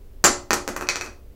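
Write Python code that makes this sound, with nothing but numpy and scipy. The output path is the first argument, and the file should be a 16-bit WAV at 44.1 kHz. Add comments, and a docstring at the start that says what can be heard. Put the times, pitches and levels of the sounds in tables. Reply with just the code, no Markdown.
"""In a small, hard room with a tile floor, a bar of soap falls, bounces and clatters to rest.
Each impact is a brief pulse, heard as a knock, that excites damped modes of the tile and the bar.
The room responds with early reflections, a bright diffuse tail and standing waves.
The first, hardest blow adds a high ping and overloads the microphone.
A faint rumble, hiss and hum lie underneath."""
import sys
import numpy as np
from scipy import signal
from scipy.fft import rfft, irfft
from scipy.io import wavfile

SR = 44100
rng = np.random.default_rng(int(sys.argv[2]) if len(sys.argv) > 2 else 0)


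def store_pcm(level_fs):
    """Save levels as 16-bit WAV."""
    pcm = np.round(np.clip(level_fs, -1, 1) * 32767).astype(np.int16)
    wavfile.write(sys.argv[1], SR, np.atleast_2d(pcm).T)


N = 59535

# Background noise spectrum: f/Hz, relative level/dB
NOISE_SPECTRUM = [(8.8, -28.5), (15, -2), (68, -16), (112, -23), (169, -44), (201, -25), (262, -35),
                  (294, -26), (321, -38), (405, -29), (726, -44), (1190, -49), (1420, -50.5), (8930, -60),
                  (16000, -54)]
# Impacts: t/s, strength/dB, bass/dB, treble/dB, fizz/dB, tile ring/dB, bar ring/dB,
# reverberation/dB, first echo delay/s
IMPACTS = [ (0.2412, 6, -4, 2.5, 4.5, 3, -26, 4.5, 0.0042), (0.5073, 2, -1, -0.5, -6, 3.5, -3, -2, 0.0049),
           (0.5318, 1, 1, 1.5, 7.5, -6.5, -12, -3, 0.0049),
           (0.6780, -8.5, 5, -3.5, 2.5, -28, -18, 2.5, 0.015),
           (0.7640, -13, -4, -7, 2.5, 7.5, -8, 3, 0.0053), (0.7660, -13, -6, -7.5, 3.5, 6, -13, -4, 0.0055),
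           (0.8110, -11.5, -3, -11, -1, -0.5, -7, 2.5, 0.0066), (0.8250, -13, 3, -18, -4, -2, 1, 0, 0.0059),
           (0.8711, -23.5, -12, -2.5, -15, -17, 8, -15, .0060),
           (0.8888, -7, -8, 8.5, 0, -19, 12, 1.5, 0.0051), (0.9580, -10.5, -4, 3, -2.5, -19, 0, 1.5, 0.007),
           (1.0115, -16, -2, 0, 2.5, -18, 12.5, 2, 0.007), (1.0440, -28.5, 5, -2.5, 4, -2, -7, 9, 0.0047),
           (1.0620, -22.5, 5.5, 0, -8, -7, -6, 2.5, .0060), ]
# Spectrum of one knock: f/Hz, relative level/dB
KNOCK_SPECTRUM = [(40, -13), (100, 7.5), (150, -1.5), (210, 15.5), (400, 18.5), (900, 15), (1400, 18),
                  (2100, 12.5), (2900, 10), (3700, 6.5), (4600, 13), (5200, 9.5), (6000, 14), (7500, 8),
                  (9000, -1), (10800, -5), (12500, -4), (16000, -8.5)]
# Modes of the tile, the bar and the high ping: f/Hz, relative initial level/dB, T60/s
TILE_MODES = [(1198, -28, .03), (1372, -30, 0.022), (1556, -27.5, 0.02), (1865, -25.5, 0.02)]
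BAR_MODES = [(2402, -27, 0.029), (2532, -22, 0.046), (4447, -23.5, 0.0066), (5870, -24, 0.018)]
PING_MODES = [(6870, -19.5, .02), (7270, -10.5, 0.026), (7590, -21, .02)]
# Decay of the diffuse tail: f/Hz, T60/s
TAIL_T60 = [(100, .5), (260, 0.26), (700, 0.38), (1800, 0.2571), (4800, .31), (7300, 0.2551), (10000, 0.27),
            (15000, 0.06)]
# Spectrum of the diffuse tail: f/Hz, relative level/dB
TAIL_SPECTRUM = [(100, 10), (300, 0), (800, -1), (2000, -0.5), (4000, -3), (7000, -1.5), (13000, 1)]
# Standing waves of the room: f/Hz, relative peak gain/dB, T60/s
STANDING_WAVES = [(196.4, 11, .4), (233.3, 6, .4), (291.2, 10.5, 0.45), (359.2, 15.5, 0.51),
                  (447.4, 3.5, 0.32), (569.4, 9.5, .48), (819, 8.5, 0.44), (1095, -0.5, .34),
                  (1190, 1, 0.31), (1271, 5, 0.34), (1356, 5.5, .3), (1834, 0.5, 0.34), (1956, 3, 0.25),
                  (2030, 12.5, 0.33)]
# Reflections from the farther walls: delay/s, level/dB
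WALL_ECHOES = [(.0110, -11), (0.0149, -15)]

NOISE_DB, HUM_HZ, HUM_DB = -43, 57.9, -53.5
BASS_HZ, BODY_HZ, TREBLE_HZ, FIZZ_HZ = 327, 1290, 4420, 11000
PING_DELAY_S, FIRST_ECHO_DB = 0.003, -10.5
TAIL_START_S, TAIL_BUILD_S = 0.0014, 0.0043
OVERLOAD, KNEE, CUTOFF_HZ = 1.02, 4.3, 15900


def amp(db):
    """Amplitude grows tenfold for every 20 dB."""
    return 10 ** (np.asarray(db) / 20)


def curve_at(points, hz):
    """Linear interpolation on a logarithmic frequency axis."""
    f, value = np.transpose(points)
    return np.interp(np.log(hz + 1), np.log(f + 1), value)


def add(mix, start_s, sound):
    """Superposition: a delayed sound adds linearly to the mix."""
    part = mix[max(round(start_s * SR), 0):][:len(sound)]
    part += sound[:len(part)]


def background():
    """Spectral shaping turns white noise into rumble and hiss; a pure tone supplies the hum."""
    hz = np.fft.rfftfreq(N, 1 / SR)
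    noise = irfft(rfft(rng.standard_normal(N)) * amp(curve_at(NOISE_SPECTRUM, hz)), N)
    hum = np.sqrt(2) * np.sin(2 * np.pi * (HUM_HZ * np.arange(N) / SR + rng.random()))
    return amp(NOISE_DB) * noise / noise.std() + amp(HUM_DB) * hum


def knock(spectrum_db, size=2048):
    """Minimum phase gives the most compact causal pulse with a given spectrum."""
    log_gain = np.log(amp(np.concatenate([spectrum_db, spectrum_db[-2:0:-1]])))
    log_spectrum = np.conj(signal.hilbert(log_gain))
    return np.fft.ifft(np.exp(log_spectrum)).real[:size]


def ring(modes, size=2048):
    """Free vibration of a struck body is a sum of exponentially damped sinusoids."""
    t = np.arange(size) / SR
    return sum(amp(db - 60 * t / t60) * np.sin(2 * np.pi * hz * t) for hz, db, t60 in modes)


def impact(bass_db, treble_db, fizz_db, tile_db, bar_db, size=4096):
    """Impulsive excitation: a knock, coloured by how the bar lands, with the ring of tile and bar."""
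    hz = np.fft.rfftfreq(size, 1 / SR)
    landing = [(BASS_HZ, bass_db), (BODY_HZ, 0), (TREBLE_HZ, treble_db), (FIZZ_HZ, fizz_db)]
    pulse = knock(curve_at(KNOCK_SPECTRUM, hz) + curve_at(landing, hz))
    return pulse + amp(tile_db) * ring(TILE_MODES) + amp(bar_db) * ring(BAR_MODES)


def diffuse_tail(size, frame=256, spacing=8):
    """A diffuse field: dense random reflections decay exponentially, each band at its own rate."""
    reflections = np.zeros(size)
    slots = np.arange(0, size, spacing)
    signs = rng.choice([-1., 1.], len(slots))
    reflections[slots + rng.integers(0, spacing, len(slots))] = signs * np.sqrt(spacing)
    hz, t, bands = signal.stft(reflections, SR, nperseg=frame)
    tau = curve_at(TAIL_T60, hz)[:, None] / np.log(1000)
    decay = np.exp(-t / tau) * np.sqrt(2 / (tau * SR))  # unit energy in each band
    colour = amp(curve_at(TAIL_SPECTRUM, hz))[:, None]
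    return signal.istft(bands * decay * colour, SR, nperseg=frame)[1][:size]


def room(reverb_db, echo_s, size=32768):
    """The impulse response sums the diffuse tail, standing waves, direct sound and wall echoes."""
    t = np.arange(size) / SR
    reverb = diffuse_tail(size)
    for hz, db, t60 in STANDING_WAVES:
        tau = t60 / np.log(1000)
        reverb += amp(db) * 2 / (tau * SR) * np.exp(-t / tau) * np.cos(2 * np.pi * hz * t)
    build_up = np.clip((t - TAIL_START_S) / TAIL_BUILD_S, 0, 1)
    response = amp(reverb_db) * reverb * build_up
    for delay_s, db in [(0, 0), (echo_s, FIRST_ECHO_DB)] + WALL_ECHOES:
        add(response, delay_s, amp([db]))
    return response


def bouncing_soap():
    """Convolution gives each impact the room response of its own spot; the hardest also pings."""
    bounces = np.zeros(N)
    hardest_db = max(row[1] for row in IMPACTS)
    for start_s, db, bass_db, treble_db, fizz_db, tile_db, bar_db, reverb_db, echo_s in IMPACTS:
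        blow = impact(bass_db, treble_db, fizz_db, tile_db, bar_db)
        if db == hardest_db:
            add(blow, PING_DELAY_S, ring(PING_MODES))
        add(bounces, start_s, amp(db) * signal.fftconvolve(blow, room(reverb_db, echo_s)))
    return bounces


def scene():
    """The pressures of the bounces and the background superpose in one channel."""
    return (bouncing_soap() + background())[None]


def record(dry):
    """Saturation in the microphone rounds the highest peaks; a low-pass filter limits the band."""
    saturated = dry / (1 + abs(dry / OVERLOAD) ** KNEE) ** (1 / KNEE)
    low_pass = signal.firwin(255, CUTOFF_HZ, window=("kaiser", 8), fs=SR)
    return signal.oaconvolve(saturated, low_pass[None], "same")


dry = scene()
out = record(dry)
store_pcm(out)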